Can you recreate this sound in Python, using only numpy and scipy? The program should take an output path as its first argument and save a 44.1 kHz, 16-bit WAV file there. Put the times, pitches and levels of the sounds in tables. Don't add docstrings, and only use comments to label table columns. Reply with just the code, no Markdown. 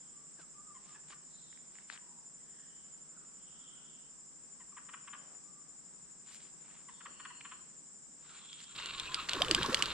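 import sys
import numpy as np
from scipy import signal
from scipy.fft import rfft, irfft, next_fast_len
from scipy.io import wavfile
from scipy.ndimage import map_coordinates

SR = 44100
rng = np.random.default_rng(int(sys.argv[2]) if len(sys.argv) > 2 else 0)


def digitize_waveform(pressure):
    field = np.atleast_2d(pressure).T
    bounded = np.clip(field, -1, 1)
    quanta = np.round(bounded * 32767).astype(np.int16)
    wavfile.write(sys.argv[1], SR, quanta)


N = 437913
TIME = np.arange(N) / SR


def from_db(db):
    return 10 ** (np.asarray(db) / 20)


def rms_one(x):
    return x / np.sqrt(np.mean(x ** 2) + 1e-20)


def in_time(rows):
    s, *columns = np.transpose(rows)
    return [np.interp(TIME, s, column) for column in columns]


def during(rows, fade_s=0.048):
    return np.clip((TIME - rows[0][0]) / fade_s, 0, 1)


def held(start_s, end_s, attack_s, release_s):
    rise = np.clip((TIME - start_s) / attack_s, 0, 1)
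    fall = np.clip((end_s - TIME) / release_s, 0, 1)
    return rise * fall


def swell(length):
    t = np.arange(-length, length, 1 / SR)
    return t, np.cos(np.pi / 2 * t / length) ** 4


def panned(left_db):
    return from_db(np.array([[.5], [-.5]]) * left_db)


def add(out, sound, s):
    at = round(s * SR)
    sound, at = sound[..., max(-at, 0):], max(at, 0)
    out[..., at:at + sound.shape[-1]] += sound[..., :max(N - at, 0)]


def drift(rate, t=TIME):
    knots = rng.standard_normal(8000)
    return rms_one(np.interp((t - t[0]) * rate, np.arange(len(knots)), knots))


def stereo_noise(alike, size=N):
    mid, side = rng.standard_normal((2, size))
    alike = np.clip(alike, 0, 1)
    return np.sqrt((1 + alike) / 2) * mid + np.sqrt((1 - alike) / 2) * np.array([side, -side])


def band(x, low_hz, high_hz, order=2):
    edges = [low_hz, min(high_hz, SR * .45)]
    return signal.sosfilt(signal.butter(order, edges, "band", fs=SR, output="sos"), x)


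def coloured(x, spectrum):
    hz, db = np.transpose(spectrum)
    size = next_fast_len(N)
    bins = np.maximum(np.fft.rfftfreq(size, 1 / SR), 1)
    gains = from_db(np.interp(np.log(bins), np.log(hz), db))
    return rms_one(irfft(rfft(x, size) * gains, size)[..., :N])


def resonate(x, modes):
    out = 0
    for k, (hz, width, db) in enumerate(modes):
        r = np.exp(-np.pi * width / SR)
        gain = (-1) ** k * from_db(db) * (1 - r * r) / 2
        poles = [1, -2 * r * np.cos(2 * np.pi * hz / SR), r * r]
        out = out + gain * signal.lfilter([1, 0, -1], poles, x)
    return out


def forest(x, t60=0.65, first_s=0.023):
    t = np.arange(SR) / SR
    tail = rng.standard_normal((2, SR)) * from_db(-60 * t / t60) * (t > first_s)
    tail /= np.sqrt(np.sum(tail ** 2, axis=1, keepdims=True))
    return signal.fftconvolve(np.atleast_2d(x), tail, axes=1)[:, :N]


def glides(rows, waver_hz, flutter_db, waver_rate=160):
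    out = np.zeros(N)
    for s, length, start_hz, end_hz, db in rows:
        t, envelope = swell(length)
        hz = start_hz * (end_hz / start_hz) ** (t / length + .5) + waver_hz * drift(waver_rate, t)
        tone = np.sin(2 * np.pi * np.cumsum(hz) / SR) * from_db(flutter_db * drift(70.2, t))
        add(out, from_db(db) * envelope * rms_one(tone), s - length)
    return out


# [f/Hz, density level/dB per Hz]
AIR_SPECTRUM = [(25, -17.5), (50, -9.5), (105, -21), (150, 0), (200, -2.5), (300, -7), (650, -15.5),
                (1150, -14), (1700, -17), (2400, -22.5), (4200, -25), (8000, -43.5), (10000, -65.5)]
AIR_DB = -65.5


def forest_air():
    return from_db(AIR_DB + .5 * drift(6.4)) * coloured(stereo_noise(0.13), AIR_SPECTRUM)


# [centre f/Hz, width f/Hz, level/dB, left-right level/dB, syllables per s, pulsing depth 0-1]
CHORUS_GROUPS = [(5423, 990, -70.5, 3, 5.3, 0.03), (6790, 480, -72, 6.5, 20, 0.5),
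                 (7259, 195, -61.5, 5, 79, 0.12), (7656, 490, -60, -0.5, 25, 0.08),
                 (8200, 246, -67, -7.5, 19.3, 0.34), (8504, 297, -71.5, -7, 120, 0.4),
                 (6700, 920, -71, 0.5, 51, 0)]


def chorus(waver_db=.5, rate_wander=0.0096):
    out = np.zeros((2, N))
    for hz, width, db, left_db, rate, depth in CHORUS_GROUPS:
        cycle = np.cumsum(rate * (1 + rate_wander * drift(1.4))) / SR
        strokes = np.maximum(1 + depth * np.cos(2 * np.pi * cycle), 0)
        wings = band(rng.standard_normal((2, N)), hz - width / 2, hz + width / 2, order=3)
        out += from_db(db + waver_db * drift(3.4)) * panned(left_db) * rms_one(wings * strokes)
    return out


def wing_song(hz, rate, first_s, duty=0.65, waver_hz=7, rough=0.12, wet_db=-13):
    cycle = ((TIME - first_s) * rate + .5) % 1 - .5
    stroke = np.cos(np.pi * np.clip(cycle / duty, -.5, .5))
    tone = np.sin(2 * np.pi * np.cumsum(hz + waver_hz * drift(40)) / SR)
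    song = rms_one(stroke * tone * (1 + rough * drift(300)) * from_db(1.1 * drift(17)))
    return song + from_db(wet_db) * forest(song)


# [t/s, level/dB, left-right level/dB]
NEAREST_CRICKET = [(0.0, -62.5, -2.5), (3.0, -59.5, -1), (3.9, -61.5, -6), (4.5, -62.5, 13),
                   (5.1, -60, 11.5), (6.0, -65, 17), (8.2, -62, 8), (8.7, -64, 0)]
# (wing tone f/Hz, syllables per s, middle of the first syllable t/s)
NEAR_SONG, SECOND_SONG = (7143, 11.955, .012), (7628, 12.71, .055)
SECOND_DB, SECOND_LEFT_DB = -67.5, -5.5


def crickets():
    level_db, left_db = in_time(NEAREST_CRICKET)
    nearest = from_db(level_db) * panned(left_db) * wing_song(*NEAR_SONG)
    second = from_db(SECOND_DB) * panned(SECOND_LEFT_DB) * wing_song(*SECOND_SONG)
    return nearest + second


# [middle t/s, length t/s, start f/Hz, end f/Hz, level/dB, waver f/Hz]
SOFT_SWELLS = [(0.028, 0.2, 3350, 3250, -73.5, 202), (1.42, 0.34, 4150, 3500, -68, 330),
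               (2.05, 0.31, 1011, 919, -69, 90), (2.55, 0.5, 1836, 1780, -73.5, 120),
               (2.679, 0.63, 3190, 3080, -74.5, 169), (3.169, 0.15, 1416, 1200, -69, 111),
               (3.65, 0.6, 1320, 1360, -74, 100), (3.721, 0.65, 3194, 3154, -65.5, 219),
               (6.98, .2, 3650, 3250, -68, 200), (7.276, 0.5, 2910, 2790, -63.5, 140),
               (7.3, 0.85, 4440, 4170, -71, 85), (8.519, 0.41, 3500, 3220, -59, 150)]


def soft_swells(direct_db=-6, wet_db=-1.5):
    out = np.zeros(N)
    for *tone, waver in SOFT_SWELLS:
        out += glides([tone], waver_hz=waver, flutter_db=3.5, waver_rate=500)
    return from_db(direct_db) * out + from_db(wet_db) * forest(out, t60=0.52)


# [middle t/s, length t/s, start f/Hz, end f/Hz, level/dB]
THIN_WHISTLES = [(.19, 0.15, 1197, 1160, -73.5), (0.41, 0.074, 1800, 1200, -63.5),
                 (0.592, 0.075, 1216, 1205, -61), (0.698, 0.085, 1220, 1195, -62.5),
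                 (0.925, 0.1, 1230, 1170, -67), (5.56, 0.25, 1175, 1196, -70)]


def whistles(wet_db=-9):
    out = glides(THIN_WHISTLES, waver_hz=24, flutter_db=3.0)
    return out + from_db(wet_db) * forest(out)


# [middle t/s, length t/s, level/dB, first pulse rate f/Hz, last pulse rate f/Hz]
SQUEAK_RUNS = [(0.764, .036, -59.5, 1120, 930), (.958, .024, -58.5, 930, 822),
               (1.13, .018, -54.5, 600, 469), (4.612, 0.027, -61, 1053, 920),
               (4.725, .014, -61, 1230, 1120), (4.779, .023, -51.5, 1250, 620),
               (4.894, .016, -52, 904, 328), (4.942, .016, -47, 900, 331), (5.083, 0.019, -50.5, 697, 251),
               (5.137, .013, -47, 643, 270), (5.150, 0.0084, -49.5, 654, 503),
               (6.894, .022, -54, 1063, 880), (7.012, .016, -54, 1003, 401),
               (7.063, .016, -46.5, 1200, 480), (7.205, .019, -51, 747, 160),
               (7.256, .013, -44.5, 900, 299), (7.31, 0.019, -53.5, 984, 933),
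               (7.457, .017, -48.5, 520, 150), (7.526, .023, -49.5, 480, 105)]
# [f/Hz, width f/Hz, level/dB]
SQUEAK_RESONANCES = [(1090, 220, 4), (1580, 340, 4), (1910, 300, 2), (2480, 390, 0.5), (3100, 420, 1.5)]


def squeaks(sag=0.06, dulling_db=3.5, soft_db=3.5, soft_hz=900, last_pulse=.4, jitter=0.09,
            shimmer_db=2.5, wet_db=-4.0):
    out, ring = np.zeros(N), np.arange(SR // 100) / SR
    mode_hz, width, mode_db = np.transpose(SQUEAK_RESONANCES)[:, :, None]
    signs = (-1) ** np.arange(len(mode_hz))[:, None]
    octaves_squared = np.log2(mode_hz / mode_hz[0]) ** 2
    for s, length, db, start_hz, end_hz in SQUEAK_RUNS:
        t, _ = swell(length)
        along = t / length
        rate = start_hz * (end_hz / start_hz) ** (along + .5)
        tonal = np.minimum(rate / soft_hz, 1) ** 2
        cycles = np.cumsum(rate * (1 + jitter * (1 - tonal / 2) * drift(500, t))) / SR
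        cycles -= np.interp(last_pulse, along, cycles)
        envelope = np.exp(-np.abs(2 * along) ** 3)
        voice = np.zeros(len(t) + len(ring))
        for i in np.flatnonzero(np.diff(np.floor(cycles))):
            tilt_db = (dulling_db * along[i] + soft_db * tonal[i]) * octaves_squared
            gains = signs * from_db(mode_db - tilt_db + shimmer_db * rng.normal(size=mode_hz.shape))
            sunk_hz = mode_hz * np.exp(-sag * along[i])
            modes = gains * np.exp(-np.pi * width * ring) * np.sin(2 * np.pi * sunk_hz * ring)
            voice[i:i + len(ring)] += envelope[i] * modes.sum(axis=0)
        voice = band(voice, 980, 3900, order=5)
        even_power = np.sqrt(np.sum(envelope ** 2) / np.sum(voice ** 2))
        add(out, from_db(db) * voice * even_power, s - length)
    return out + from_db(wet_db) * forest(out, t60=0.6, first_s=0.0031)


# [middle t/s, length t/s, level/dB, brightest f/Hz]
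RUSTLES = [(0.398, 0.019, -58.5, 440), (0.411, 0.05, -64, 2800), (0.901, 0.17, -67.5, 2120),
           (1.107, 0.012, -53.5, 1150), (1.112, 0.073, -59.5, 2200), (1.786, 0.14, -68, 1750),
           (1.932, 0.089, -55, 1980), (5.275, 0.29, -66.5, 665), (6.3, 0.094, -60.5, 2130),
           (6.343, 0.063, -55.5, 4250), (6.42, 0.16, -63, 2600), (6.73, 0.27, -65.5, 1480),
           (7.1, 0.15, -69, 300), (8.35, 0.26, -61, 1950), (8.623, 0.096, -60, 2900),
           (8.8, 0.022, -43.5, 1920), (9.294, 0.013, -32, 1910)]


def rustles(grain_db=2.5, spread=2.27, top_hz=10000):
    out, clumps = np.zeros((2, N)), from_db(grain_db * drift(350))
    for s, length, db, hz in RUSTLES:
        t, envelope = swell(length)
        grains = stereo_noise(0.73, size=len(t)) * np.interp(s + t, TIME, clumps)
        rustle = rms_one(band(grains, hz / spread, hz * spread))
        add(out, from_db(db) * envelope * rustle, s - length)
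    return band(out, 100, top_hz)


# [multiple of its ring f, level/dB, t60 t/s]
SNAP_MODES = [(.45, -36, 0.0019), (1, 9, 0.009), (1.132, 5.5, 0.009), (1.48, 10.5, 0.0055),
              (2.1, -10, 0.0053), (2.55, -1, 0.01)]


def snap(hz, damping, crack_db, crack_top_hz, mode_scatter_db=3, ear_scatter_db=3.0):
    t = np.arange(1024) / SR
    crack = band(stereo_noise(0.095, size=len(t)) * np.exp(-t / 0.0018), 1640, crack_top_hz, order=4)
    out = from_db(crack_db) * panned(-6) * crack
    for multiple, db, t60 in SNAP_MODES:
        ear_db = ear_scatter_db * rng.normal(size=(2, 1))
        strength = from_db(db + mode_scatter_db * rng.normal() + ear_db)
        decay = from_db(-60 * t * damping / t60)
        out = out + strength * np.sin(2 * np.pi * hz * multiple * t) * decay
    out = band(np.tanh(3.2 * out / np.abs(out).max()), 800, crack_top_hz)
    return out / np.abs(out).max()


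# [t/s, level/dB, left-right level/dB]
TWIG_SNAPS = [(1.105, -48, 3), (1.528, -48.5, 8), (1.575, -50, 6), (1.755, -50, 8), (1.786, -44.5, 11),
              (1.900, -33.5, 17.5), (1.976, -42, 6), (7.409, -39.5, 2), (7.412, -38.5, 1)]
TWIG_HZ = 1930


def twigs(wet_db=-9):
    out = np.zeros((2, N))
    for s, db, left_db in TWIG_SNAPS:
        hz = TWIG_HZ * np.exp(0.11 * rng.normal())
        twig = snap(hz, damping=1.27, crack_db=-21, crack_top_hz=3820)
        add(out, from_db(db) * panned(left_db) * twig, s)
    return out + from_db(wet_db) * forest(out, t60=0.39)


# [t/s, rubbing level/dB, rumble level/dB]
SLEEVE_MOVES = [(8.72, -58, -65), (8.85, -56.5, -63.5), (9.16, -57, -59.5), (9.27, -53, -65.5),
                (9.4, -48, -48.5), (9.6, -44.5, -45.5), (9.72, -42.5, -57), (9.87, -48, -50),
                (9.93, -53.5, -56)]
# [f/Hz, density level/dB per Hz]
CLOTH_SPECTRUM = [(100, -14.5), (350, -3.5), (750, -13.5), (1100, 0), (1650, -3.5), (2200, -12),
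                  (5000, -12.5), (8500, -21.5), (10000, -22.5), (14000, -30), (15500, -57)]
# [f/Hz, density level/dB per Hz]
RUMBLE_SPECTRUM = [(20, -1), (55, 3), (90, -2.5), (140, 5), (260, -9), (600, -7), (2000, -64)]


def sleeves(rub_lift_db=3, grain_db=3):
    rub_db, shake_db = in_time(SLEEVE_MOVES)
    cloth = coloured(stereo_noise(0.67) * from_db(grain_db * drift(220)), CLOTH_SPECTRUM)
    rumble = coloured(stereo_noise(0.93), RUMBLE_SPECTRUM) * panned(-3.5)
    return during(SLEEVE_MOVES) * (from_db(rub_db + rub_lift_db) * cloth + from_db(shake_db) * rumble)


# [middle t/s, length t/s, start f/Hz, end f/Hz, level/dB, waver f/Hz]
ROD_AND_LINE = [(8.362, 0.22, 1500, 1080, -64.5, 170), (8.702, 0.048, 1100, 1700, -67, 90),
                (8.86, .18, 2830, 2730, -52, 70), (9.083, .05, 2620, 2680, -48.5, 170),
                (9.195, .09, 2540, 2660, -51, 120), (9.16, .22, 3320, 3290, -54, 70),
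                (8.982, .18, 1130, 1038, -51.5, 45.3), (9.114, 0.051, 1040, 1040, -47, 35),
                (9.129, 0.12, 1520, 1626, -56, 90), (9.195, 0.1, 1460, 1100, -46, 110)]


def line_swishes(wet_db=-12):
    out = np.zeros(N)
    for *swish, waver in ROD_AND_LINE:
        out += glides([swish], waver_hz=waver, flutter_db=4, waver_rate=700)
    return out + from_db(wet_db) * forest(out, t60=0.17, first_s=0.0065)


# [f/Hz, width f/Hz, level/dB]
HOUSING_MODES = [(1063, 180, -0.5), (1480, 240, -1.5), (2340, 440, -0.5), (2830, 230, 4.5), (3240, 150, 4),
                 (3670, 380, 5), (4170, 620, 1.5), (5400, 670, -34)]
SLACK_S, SLACK_FADE_S, SLACK_DB = 8.2, 0.2, -62.5
CAST_S, BRAKE_S, SPIN_UP_S, BRAKING_S = 8.748, 9.283, 0.033, 0.055
CAST_DB, CAST_KNOCKS_PER_S = -47, 260
WIND_S, FIRST_PUSH_S, TURNS_PER_S = 9.285, 9.31, 3.47
WIND_DB, SURGE_DB, WIND_KNOCKS_PER_S = -49, 5, 420


def reel_gears(friction=0.69, wobble=.2, rattle_db=2.3):
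    slack = from_db(SLACK_DB) * held(SLACK_S, CAST_S + SLACK_FADE_S, SLACK_FADE_S, SLACK_FADE_S)
    cast = from_db(CAST_DB) * held(CAST_S, BRAKE_S, SPIN_UP_S, BRAKING_S)
    push = np.cos(2 * np.pi * TURNS_PER_S * (TIME - FIRST_PUSH_S))
    winding = from_db(WIND_DB + SURGE_DB * push) * np.clip((TIME - WIND_S) / SPIN_UP_S, 0, 1)
    rate = np.where(TIME < WIND_S, CAST_KNOCKS_PER_S, WIND_KNOCKS_PER_S)
    knock_count = np.cumsum(rate * (1 + wobble * drift(170))) / SR
    knocks = np.diff(np.floor(knock_count), prepend=0)
    uneven_knocks = rms_one(knocks * from_db(5.3 * np.tanh(drift(400))))
    drive = uneven_knocks + friction * stereo_noise(0.44)
    whirr = rms_one(band(resonate(drive, HOUSING_MODES), 870, 5400, order=3))
    return (slack + cast + winding) * from_db(rattle_db * drift(110)) * whirr


# [t/s, level/dB, ring f/Hz]
CATCH_CLICKS = [(8.5295, -35, 3300), (8.603, -40, 2910), (8.64, -42, 3180), (8.762, -32, 3240),
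                (8.858, -27.5, 2920), (8.981, -32, 3080), (8.9977, -23, 3540), (9.1438, -16, 3180),
                (9.293, -19, 2930), (9.3327, -18.5, 3050), (9.419, -10, 3180), (9.447, -25, 3050),
                (9.483, -24, 3020), (9.511, -9.5, 3040), (9.5474, -9.5, 3180), (9.6303, -19, 3230),
                (9.661, -24.5, 3560), (9.729, -24, 2780), (9.7445, -11, 2950), (9.771, -26, 3140),
                (9.823, -11, 2940), (9.857, -25, 3120)]


def reel_clicks(wet_db=-17, travel_s=0.00052):
    out = np.zeros((2, N))
    for s, db, hz in CATCH_CLICKS:
        click = snap(hz, damping=0.86, crack_db=7.5, crack_top_hz=9150)
        add(out, from_db(db) * click, s + travel_s)
    return out + from_db(wet_db) * forest(out, t60=0.086, first_s=0.004)


# [middle t/s, length t/s, start f/Hz, end f/Hz, level/dB]
LURE_GULPS = [(9.363, .036, 520, 289, -39), (9.414, .03, 520, 700, -36), (9.388, 0.02, 1117, 1170, -42),
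              (9.43, .03, 1150, 945, -39.5), (9.512, .052, 511, 270, -34.5),
              (9.585, 0.061, 210.3, 479, -40.5), (9.584, .014, 1525, 1680, -33.5),
              (9.63, 0.064, 120, 289, -42.5), (9.651, 0.017, 990, 1120, -32), (9.69, 0.025, 428, 380, -41),
              (9.695, 0.025, 250, 238, -37.5), (9.734, 0.026, 516, 530, -38.5),
              (9.805, 0.022, 1110, 1150, -39.5)]


def gurgle(bubbles_db=-40.5, low_hz=950, high_hz=1850, churn_db=-46, churn_low_hz=240, churn_high_hz=720,
           cycles=17, rise=0.26, scatter_s=0.03, count=22):
    out = glides(LURE_GULPS, waver_hz=58, flutter_db=2.8, waver_rate=400)
    t = np.arange(SR // 10) / SR
    small = (bubbles_db, low_hz, high_hz, count)
    deep = (churn_db, churn_low_hz, churn_high_hz, count // 3)
    for db, low, high, number in (small, deep):
        for s, *_ in LURE_GULPS:
            for size, strength in rng.random((number, 2)):
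                hz = low * (high / low) ** size
                age = t * hz / cycles
                ringing = np.sin(2 * np.pi * hz * t * (1 + rise * age / 2))
                bubble = ringing * np.exp(-np.log(1000) * age) * (1 - np.exp(-t * hz))
                add(out, from_db(db + 15 * (strength - .5)) * bubble, s + scatter_s * rng.normal())
    return out


def scene(left_lag_s=.00004):
    background = forest_air() + chorus() + crickets()
    tones = soft_swells() + whistles() * panned(3.5) + squeaks() * panned(2.4)
    movement = rustles() * panned(2.4) + twigs() + sleeves()
    fishing = line_swishes() + reel_gears() + reel_clicks() + gurgle()
    left, right = tones + movement + fishing
    late_left = map_coordinates(left, [np.arange(N) - left_lag_s * SR], order=3)
    return background + np.array([late_left, right])


CUTOFF_HZ = 15600


def record(dry):
    return signal.sosfilt(signal.ellip(10, .1, 80, CUTOFF_HZ, fs=SR, output="sos"), dry)


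dry = scene()
out = record(dry)
digitize_waveform(out)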